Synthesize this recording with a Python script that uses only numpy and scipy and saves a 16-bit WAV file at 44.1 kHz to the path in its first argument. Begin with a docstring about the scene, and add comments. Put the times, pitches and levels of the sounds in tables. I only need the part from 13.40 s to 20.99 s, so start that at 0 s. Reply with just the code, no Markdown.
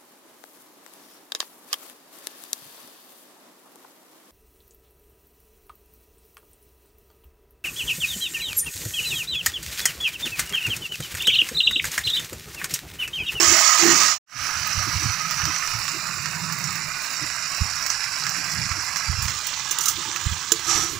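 """Chopped vegetables sizzle in a steel pan over a wood fire, first from close by, then, after a cut, from above.
Random bursts of many sizes make the hiss; short snaps with a spray are water spitting in the oil or dry pops.
Below, flames flutter as low noise and puff as short low waves, and hollow notes swell in the pan.
Near the end a metal ladle clinks on the pan as damped steel modes and scrapes through the vegetables."""
import sys
import numpy as np
from scipy import signal
from scipy.fft import rfft, irfft, next_fast_len
from scipy.io import wavfile
from scipy.ndimage import uniform_filter1d

SR = 44100
rng = np.random.default_rng(int(sys.argv[2]) if len(sys.argv) > 2 else 0)


def inscribe(sig):
    """Save sig as 16-bit PCM at rate SR to the path in sys.argv[1].

    A 1-D sig is mono; a 2-D sig holds one channel per row.
    Samples are clipped to [-1, 1] before scaling.
    """
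    pcm = np.round(np.clip(np.atleast_2d(sig).T, -1, 1) * 32767)
    wavfile.write(sys.argv[1], SR, pcm.astype(np.int16))


N = 334719
T = np.arange(N) / SR
CUT_S, RESUME_S = 0.7833, 0.86  # silence between the two viewpoints
SWITCH_S = RESUME_S - .05  # the viewpoint changes within that silence


def amp(db):
    """Decibels to gain."""
    return 10 ** (np.asarray(db) / 20)


def evened(x):
    """Scales to rms 1."""
    return x / np.sqrt(np.mean(x ** 2) + 1e-20)


def read(points, hz):
    """A spectrum in dB at the given frequencies, interpolated along log frequency."""
    f, db = np.transpose(points)
    return np.interp(np.log(hz + 1), np.log(f + 1), db)


def bell(x, centre, width):
    """A smooth bump of height 1 over frequency or time."""
    return np.exp(-.5 * ((x - centre) / width) ** 2)


def add(mix, s, sound):
    """Lays a sound into the mix at time s."""
    part = mix[max(round(s * SR), 0):][:len(sound)]
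    part += sound[:len(part)]


def coloured(x, points, size=4096):
    """Causal filter with the given spectrum and unit energy: clicks keep their sharp fronts."""
    hz = abs(np.fft.fftfreq(size, 1 / SR))
    log_gain = np.log(amp(np.maximum(read(points, hz), -100)))
    minimum_phase = np.exp(np.conj(signal.hilbert(log_gain)))
    taps = np.fft.ifft(minimum_phase).real[:size // 2]
    return signal.oaconvolve(x, taps / np.linalg.norm(taps))[:len(x)]


def noise(points):
    """Steady noise of rms 1 with the given spectrum."""
    return evened(coloured(rng.standard_normal(N), points))


def patches(shape, order, size):
    """Random field of rms 1, smoothed over order bins and size frames."""
    field = rng.standard_normal(shape)
    for _ in range(2):
        field = uniform_filter1d(field, order, axis=0)
        field = uniform_filter1d(field, size, axis=1)
    return evened(field)


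def waver(db, size):
    """A gain that wanders by some dB (rms), smoothed over size hundredths of a second."""
    frames = np.arange(0, N / SR + .01, .01)
    wander = patches((1, len(frames)), order=1, size=size)[0]
    return amp(db * np.interp(T, frames, wander))


def swells(rows, step=32):
    """A gain that rises smoothly to each height and falls again; rows are (t/s, level/dB, rise/s, fall/s)."""
    t = T[::step]
    power = sum((amp(db) * bell(t, s, np.where(t < s, rise_s, fall_s))) ** 2
                for s, db, rise_s, fall_s in rows)
    return np.interp(T, t, np.sqrt(power + 1e-16))


def microphone(t):
    """Level and colour at the times t, gliding from each resting place to the next."""
    # distance and bowl reflections by place; the first row holds from the start, so its times are not used
    # (middle of move t/s, length of move/s, frying level/dB, hollow/dB, sheen f/Hz, sheen/dB,
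    #  top/dB, rim ring/dB, fizz/dB)
    places = [(0, 0.082, -22.5, -0.5, 5220, -1, 8.5, 7, -4.5),
              (.82, .05, -30.5, -2, 6130, 5.5, 0, 8.5, 6.5),
              (2.36, 0.33, -33.5, -10, 5740, -3.5, 4.5, -2, 7.5),
              (3.75, 0.11, -32.5, -9.5, 5250, 3, 5, -5, 3), (5.87, 0.57, -36, 0, 5880, 5.5, 5.5, -2.5, 1),
              (7.2, 0.6, -38.5, -3, 5850, 2, 3.5, -8, 1)]
    now = np.array(places[0][2:])[:, None]
    for s, move_s, *place in places[1:]:
        moved = np.clip((t - s) / move_s + .5, 0, 1)
        now = now + (np.array(place)[:, None] - now) * moved
    return now


def bubbles(per_s, spread_db, scatter_s, scatter):
    """Bursts of widely differing size; each rings about a cycle at its own pitch and scatters around the bowl."""
    happens = rng.random(N) < per_s / SR
    size = amp(spread_db * np.minimum(rng.exponential(1, N), 4)) * happens
    pitches_hz = np.geomspace(900, 15000, num=24)
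    t = np.arange(512) / SR
    kind = rng.integers(0, len(pitches_hz), N)
    out, power = np.zeros(N), 0
    for k, hz in enumerate(pitches_hz):
        path = rng.standard_normal(len(t)) * np.exp(-t / scatter_s)
        path *= scatter / np.linalg.norm(path)
        path[0] += (-1) ** k  # the direct sound
        ring = np.sqrt(hz) * np.exp(-t * hz / 0.74) * np.cos(2 * np.pi * hz * t)
        burst = signal.fftconvolve(path, ring)[:len(t)]
        power = power + abs(rfft(burst)) ** 2
        out += signal.oaconvolve(size * (kind == k), burst)[:N]
    # undo the summed spectrum, so that all bursts together are white
    even = np.transpose([np.fft.rfftfreq(len(t), 1 / SR), -10 * np.log10(power)])
    return evened(coloured(out, even))


def sizzle():
    """A wash of tiny bubbles plus separate crackles, coloured by where the microphone is."""
    # colour of the frying from three microphone places (f/Hz, relative level per Hz/dB)
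    close_colour, above_colour, aside_colour = [(260, -41), (450, -34.5), (652, -10.5), (713, -14),
                                                (1150, -6), (1250, -1.5), (1410, -9.5), (2010, -4.5),
                                                (3590, -13.5), (5690, -0.5), (7210, -13), (9140, -22),
                                                (13600, -29), (14700, -25), (15600, -7)], [(260, -17), (470, -23), (630, -13.5),
                                                               (780, -11.5), (1060, -3.5), (1270, 1),
                                                               (1710, -2.5), (2520, -2.5), (3540, -14),
                                                               (3760, -9), (5770, 0), (6600, -13),
                                                               (7050, -7), (8490, -17.5), (11300, -20),
                                                               (13100, -31.5), (15600, -20.5)], [(260, -14.5), (450, -13),
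                                                                              (692, -13), (864, -2.5),
                                                                              (1250, 5), (1410, -2.5),
                                                                              (1540, 1), (2410, -2),
                                                                              (2920, -1.5), (4170, 0.5),
                                                                              (4760, -1), (7110, -3),
                                                                              (8700, -13), (13100, -28),
                                                                              (14700, -20.5), (15600, -8)]
    # the wet heap hisses evenly, then crackles more (t/s, weight of the crackle)
    drying = [(0, 0.27), (1, 0.31), (2.4, 0.51), (4.5, 0.68)]
    # the upper notch of the hollow in the frying climbs as the microphone drifts (t/s, f/Hz)
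    hollow_path = [(3.4, 3350), (5.2, 3740)]
    speckle_db, flicker_db, ripple_db = 2.4, 0.7, 2.6  # from pitch to pitch, over time, from the wall's echo

    wash = bubbles(per_s=7000, spread_db=0.3, scatter_s=0.0034, scatter=1.17)
    crackle = bubbles(per_s=420, spread_db=2.5, scatter_s=0.0065, scatter=0.93)
    hz, t, (wash, crackle) = signal.stft([wash, crackle], SR, nperseg=1024, noverlap=768)
    hz = hz[:, None]
    # power share of the crackle; it stands out most in the treble
    share = np.clip(np.interp(hz, [1000, 5000, 11000], [.45, .36, .5]), 0, 1)
    share = np.clip(share * np.interp(t, *np.transpose(drying)), 0, 1)

    aside = np.clip((t - 5.78) / 0.12, 0, 1)
    later_db = (1 - aside) * read(above_colour, hz) + aside * read(aside_colour, hz)
    db = np.where(t < SWITCH_S, read(close_colour, hz), later_db)
    level_db, hollow_db, sheen_hz, sheen_db, top_db, ring_db, fizz_db = microphone(t)
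    climbing_hz = np.interp(t, *np.transpose(hollow_path))
    db = db + hollow_db * (bell(hz, 3105, 140) + bell(hz, climbing_hz, 120))
    db = db + sheen_db * bell(hz, sheen_hz, 270)
    db = db + top_db * bell(hz, 7210, 600)
    db = db + ring_db * bell(hz, 1241, 23)
    db = db + 2.15 * bell(hz, 2970, 170)
    db = db + fizz_db * bell(hz, 15100, 900)
    # a wall echo ripples the middle, coming in from 3 to 4 s
    db = db + ripple_db * np.cos(2 * np.pi * hz / 405) * bell(hz, 1860, 470) * np.clip(t - 3, 0, 1)
    db = db + speckle_db * patches(db.shape, order=2, size=9)  # single spots simmer briefly at their own pitch
    db = db + flicker_db * patches(db.shape, order=100, size=2)  # broad bands flutter quickly

    # hold the smoothed middle band steady, so that the microphone sets the level
    middle = (hz[:, 0] > 900) & (hz[:, 0] < 3000)
    middle_power = (amp(db)[middle] ** 2).sum(0)
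    gain = amp(db) / np.sqrt(uniform_filter1d(middle_power, size=25) / len(hz))
    mixed = gain * (np.sqrt(1 - share) * wash + np.sqrt(share) * crackle)
    hiss = signal.istft(mixed, nperseg=1024, noverlap=768)[1][:N]
    return hiss * amp(np.interp(T, t, level_db))


def fire(puff_s=0.0056, snap_db=-11):
    """Flames flutter, air draws through the stove, and gas catches in short puffs that stir up the flames."""
    # colours of the flames and of the drawn air (f/Hz, relative level per Hz/dB)
    flutter_colour, draught_colour = [(20, -31), (45, -20.5), (80, 3), (130, -3.5), (200, -28),
                                      (400, -58.5)], [(60, -32.5), (120, -2.5), (165, 3), (195, -6),
                                                       (240, -22), (380, -20), (700, -51)]
    # flames catch with a soft puff (t/s, level/dB, f/Hz)
    puffs = [(0.08, -27, 86), (0.961, -29.5, 118), (1.17, -34, 101), (1.379, -20, 79.5), (1.409, -27, 86.4),
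             (1.479, -27.5, 119), (1.564, -23.5, 89), (1.658, -19.5, 110), (2.036, -24.5, 84),
             (2.351, -28.5, 78.6), (3.826, -32.5, 142), (4.218, -14.5, 82.5), (4.255, -32, 105),
             (5.189, -27.5, 113), (5.255, -29, 95), (5.315, -25, 80), (5.698, -16.5, 80),
             (5.788, -22.5, 81.5), (5.828, -23.5, 82), (5.858, -20.5, 80), (5.96, -40, 90),
             (6.867, -17, 78), (6.923, -21.5, 88), (7.358, -34, 70), (7.565, -32, 105)]
    # air draws harder through the stove (t/s of the height, level/dB, rise/s, fall/s)
    draws = [(1.62, -43.5, 0.24, 0.11), (2.04, -41.5, 0.19, 0.072), (3.22, -38.5, 0.46, 0.18),
             (4.9, -44.5, 0.07, 0.15), (5.2, -38, 0.081, 0.051)]
    flutter_db, draught_db = -54.5, -56  # the fire burning quietly
    # flames flutter harder around each puff: level against the puff, and at most
    flare_rise_s, flare_fall_s, flare_db, flare_most_db = 0.024, 0.052, -13.5, -35.5

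    flares = swells([(s, min(db + flare_db, flare_most_db), flare_rise_s, flare_fall_s) for s, db, _ in puffs])
    flutter = noise(flutter_colour) * np.hypot(amp(flutter_db), flares)
    draught = noise(draught_colour) * np.hypot(amp(draught_db), swells(draws))
    out = flutter * waver(4, size=6) + draught * waver(1.6, size=6)  # the draught is steadier
    t = np.arange(-SR // 20, SR // 10) / SR
    for s, db, hz in puffs:
        push = bell(t, 0, np.where(t < 0, puff_s, 1.65 * puff_s))
        octave = amp(snap_db) * push * np.sin(4 * np.pi * hz * t)  # the front steepens at the height of the puff
        wave = np.cos(2 * np.pi * hz * t) + octave
        add(out, s + t[0], amp(db) * push * wave)
    return out


def hollow(hz, rub_db, rub_hz):
    """One low note of the loaded pan inside a band of rubbing noise."""
    size = next_fast_len(N)
    band = bell(np.fft.rfftfreq(size, 1 / SR), hz, rub_hz)
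    rub = irfft(rfft(rng.standard_normal(size)) * band, size)[:N]
    return np.cos(2 * np.pi * hz * T) + amp(rub_db) * evened(rub)


def thuds(shift_hz=340, steam_hz=305.2, steam_s=0.015, rumble_db=-15, rumble_lasts=2.44):
    """Soft pushes swell a low note of the pan: with rumble as the heap shifts, short as steam breaks out."""
    # the heap of vegetables shifts and the pan answers (t/s of the height, level/dB, rise/s, fall/s)
    shifts = [(.01, -26, .03, 0.025), (.12, -30.5, .035, 0.036), (0.457, -20.5, 0.028, 0.059),
              (6.72, -51.5, 0.14, 0.2)]
    # short hollow thuds, likely steam breaking out under the heap (t/s, level/dB)
    steam_bursts = [(1.478, -42.5), (1.628, -44.5), (2.086, -43), (2.559, -42.5), (3.828, -44),
                    (4.993, -48), (5.385, -47.5), (6.588, -42.5), (6.686, -45)]
    settling = swells([(s, db + rumble_db, rise_s, rumble_lasts * fall_s) for s, db, rise_s, fall_s in shifts])
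    rumble = noise([(40, -16.5), (90, -8), (170, 2.5), (270, -2), (400, -3.5), (700, -33.5)])
    steam = swells([(s, db, steam_s, steam_s) for s, db in steam_bursts])
    shift_notes = swells(shifts) * hollow(shift_hz, rub_db=-7.0, rub_hz=70)
    steam_notes = steam * hollow(steam_hz, rub_db=1, rub_hz=70)
    return shift_notes + settling * rumble + steam_notes


def snaps(snap_s=0.00042, spray_s=0.013):
    """Short snaps: drops spitting in the oil with a spray, and a few dry pops, likely firewood or the ladle."""
    # (t/s, peak level/dB, treble against middle/dB, finest spray against middle/dB, spray against snap/dB)
    pops = [(0.514, -9, 5, -12, -13), (0.559, -8, 10, -11, -6), (1.274, -9, -2, 10, -12),
            (1.910, -7, -1, 4, -10), (2.0185, -15, -16, -11, -28), (2.054, -8.5, -3, -5, -11),
            (2.1628, -12, -4, -15, -16), (2.275, -15.5, -4, -11, -2), (2.4532, -19, -12, -10, -22),
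            (2.4809, -9.5, -12.5, -10, -16), (2.858, -12, -1, -10, -9), (3.125, -10.5, 7, 12, -8),
            (3.187, -11, -6, 21, -14), (3.241, -12, 8, 5, -12), (3.355, -16, -1, 2, -4),
            (4.426, -12, 3, -2, -13), (4.464, -8.5, -1, 2, -12), (4.5015, -9, 2, -10, -9),
            (4.867, -9, -4, -13, -13), (4.894, -9, 5, 8, -12), (5.316, -14.5, -12.5, -17, -11),
            (5.56, -12, -6.5, -7.5, -10), (5.569, -10, 2, -1, -5), (5.882, -13.5, -2.5, -21, -6),
            (6.197, -13, -1, -12, -11), (6.7152, -13, -7, -14, -30), (6.761, -8, -10, -9, -13)]
    out, t = np.zeros(N), np.arange(2048) / SR
    for s, db, treble_db, fine_db, spray_db in pops:
        grit = rng.choice([-1., 1.], len(t))
        burst = grit * (np.exp(-t / snap_s) + amp(spray_db) * np.exp(-t / spray_s))
        colour = [(500, -20.5), (1200, 5.0), (2600, 1.5), (3500, -10.5),
                  (5500, treble_db + 10.0), (7500, treble_db), (9500, treble_db - 18.0),
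                  (13000, fine_db - 21), (15000, fine_db)]
        pop = coloured(burst, colour)
        add(out, s, amp(db) * pop / abs(pop).max())
    return out


def clinks(ring_db=5, favour_db=9, bowl_db=-26, graze=0.11):
    """Steel chatters on steel; the struck spot favours some modes, and a heavy blow flexes the whole pan."""
    # the ladle meets the pan (t/s, level/dB, favoured ring f/Hz, chatter decay/s, weight on the pan/dB)
    touches = [(5.82, -16, 11500, 0.033, -19), (6.068, -12.5, 15500, 0.0067, -25),
               (6.310, -6, 6300, 0.013, -11), (6.3858, -5, 7200, 0.0017, -15),
               (6.4065, -10.5, 5860, 0.02, -15), (6.433, -15, 7130, 0.017, -28),
               (6.4565, -7, 6400, 0.01, -25), (6.482, -3.5, 5880, 0.011, -24),
               (6.494, -12.5, 15500, 0.023, -30), (7.119, 2, 7320, 0.0045, -1),
               (7.124, -9, 7160, 0.002, -9)]
    # ringing modes of pan and ladle (f/Hz, relative level/dB, undamped t60/s)
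    steel_modes = [(1560, -10, 0.049), (2880, -3.5, 0.031), (3440, -3, 0.028), (3970, -8, 0.056),
                   (4770, -6, 0.045), (5400, -6, .05), (5880, -1, 0.089), (6200, -5, 0.19),
                   (7130, -0.5, 0.14), (8080, -4, 0.036), (8960, -13, 0.04), (10070, -3, 0.028),
                   (10900, -15, 0.19), (15500, -2, 0.067)]
    # the whole pan flexing (f/Hz)
    bowl_modes = [338, 443]
    # colour of the chatter (f/Hz, relative level per Hz/dB)
    contact_colour = [(470, -59), (800, -36), (1240, -9.5), (2360, -28), (2840, -17), (4500, -9),
                      (5700, -1.5), (7040, -1), (7680, -5), (13100, -14), (15600, -2.5)]

    out, t = np.zeros(N), np.arange(SR // 4) / SR
    for s, db, spot_hz, chatter_s, weight_db in touches:
        chatter = np.exp(-t / chatter_s)
        grit = coloured(rng.standard_normal(len(t)) * (chatter + 0.05 * np.exp(-t / 0.038)), contact_colour)
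        ring = np.zeros(len(t))
        for hz, mode_db, t60 in steel_modes:
            level = amp(mode_db + favour_db * bell(hz, spot_hz, 300) - 60 * t / t60)
            ring += level * np.sin(2 * np.pi * (hz * t + rng.random()))
        ring *= 0.17 + chatter  # the vegetables soon damp the ring
        onset = 1 - np.exp(-t / (0.00018 + graze * chatter_s))  # a grazing touch builds more slowly
        clink = (evened(grit) + amp(ring_db + 0.4 * weight_db) * evened(ring)) * onset
        flexing = sum(np.sin(2 * np.pi * hz * t) for hz in bowl_modes)
        bowl = amp(bowl_db + weight_db - 60 * t / 0.13) * flexing
        add(out, s, amp(db) * (clink / abs(clink).max() + bowl))
    return out


def resonate(x, hz, width_hz):
    """A resonance that follows the curve hz: shift it down to zero, low-pass, shift it back."""
    turn = np.exp(2j * np.pi * np.cumsum(hz) / SR)
    return (turn * signal.lfilter(*signal.butter(2, width_hz, fs=SR), x / turn)).real


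def scrape(body_db=-7.0, heap_db=-16, heap_lasts=2.65, catch_db=1.3, tumble_db=4):
    """The ladle's edge slips in fine jerks that hiss and ring the pan's wall; the heap tumbles for longer."""
    # the ladle slides along the steel (t/s of greatest force, level/dB, rise/s, fall/s, wall ring against hiss/dB)
    strokes = [(6.475, -42.5, 0.11, 0.04, 6), (7.313, -24, 0.025, 0.011, -9),
               (7.352, -23, 0.061, 0.039, -15.5), (7.41, -27.5, 0.029, 0.065, -8)]
    # colour of the edge's hiss (f/Hz, relative level per Hz/dB)
    edge_colour = [(2060, -50.5), (3500, -17), (5140, -11), (5800, 4.5), (6300, -4), (6750, -6),
                   (7100, -1.5), (8500, -17), (13500, -34)]
    # vegetables dragged over the pan (f/Hz, relative level per Hz/dB)
    heap_colour = [(50, -1), (105, 6), (170, 6), (230, -9), (330, 9), (400, 4), (500, -11), (900, -13)]
    body_colour = [(200, -29), (350, -2), (560, -30), (730, 2), (950, -1), (1280, 2), (1680, 3),
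                   (2500, 0), (4500, -2), (10000, -44.5)]
    wall_hz, wall_glide_hz_per_s, wall_width_hz = 1288, 400, 89  # the ring rises as the ladle travels

    slips = bubbles(per_s=6000, spread_db=1.5, scatter_s=0.0029, scatter=0.91)
    hiss = evened(coloured(slips, edge_colour)) + amp(body_db) * evened(coloured(slips, body_colour))
    drag = swells([(s, db + heap_db, heap_lasts * (rise_s + fall_s) / 2, heap_lasts * fall_s)
                   for s, db, rise_s, fall_s, _ in strokes])
    out = hiss * swells([row[:4] for row in strokes]) * waver(catch_db, size=2)
    out += noise(heap_colour) * drag * waver(tumble_db, size=3)
    for s, db, rise_s, fall_s, wall_db in strokes:
        hz = wall_hz + wall_glide_hz_per_s * np.clip(T - s, -.2, .2)
        wall = evened(resonate(slips, hz, wall_width_hz))
        out += wall * swells([(s, db + wall_db, rise_s, fall_s)])
    return out


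def scene():
    """All sources reach the pair of microphones alike, far louder on the right; a faint echo widens them."""
    sound = sizzle() + fire() + thuds() + snaps() + clinks() + scrape()
    left = amp(np.where(T < SWITCH_S, -16.9, -13.5))  # against the right
    t = np.arange(SR // 10) / SR
    walls = rng.standard_normal(len(t)) * amp(-60 * t / .15) * (t > .003)
    echo = amp(-40.5) * signal.oaconvolve(sound, walls / np.linalg.norm(walls))[:N]
    # opposite echoes cancel in mono; the last factor makes the mean of both sides equal the sound
    return np.array([left * sound + echo, sound - echo]) * 2 / (1 + left)


def record(dry, fade_out_s=0.12, fade_in_s=0.18, edge_hz=15620):
    """The sound fades out and in again around the cut, is clipped at full scale and loses its extreme top."""
    fade_out = np.clip((CUT_S - T) / fade_out_s, 0, 1) ** 0.89
    fade_in = np.clip((T - RESUME_S) / fade_in_s, 0, 1) ** 1.88
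    clipped = np.clip(dry * (fade_out + fade_in), -1, 1)
    low_pass = signal.firwin(801, edge_hz, window=("kaiser", 8), fs=SR)
    return signal.oaconvolve(clipped, low_pass[None], "same")


dry = scene()
out = record(dry)
inscribe(out)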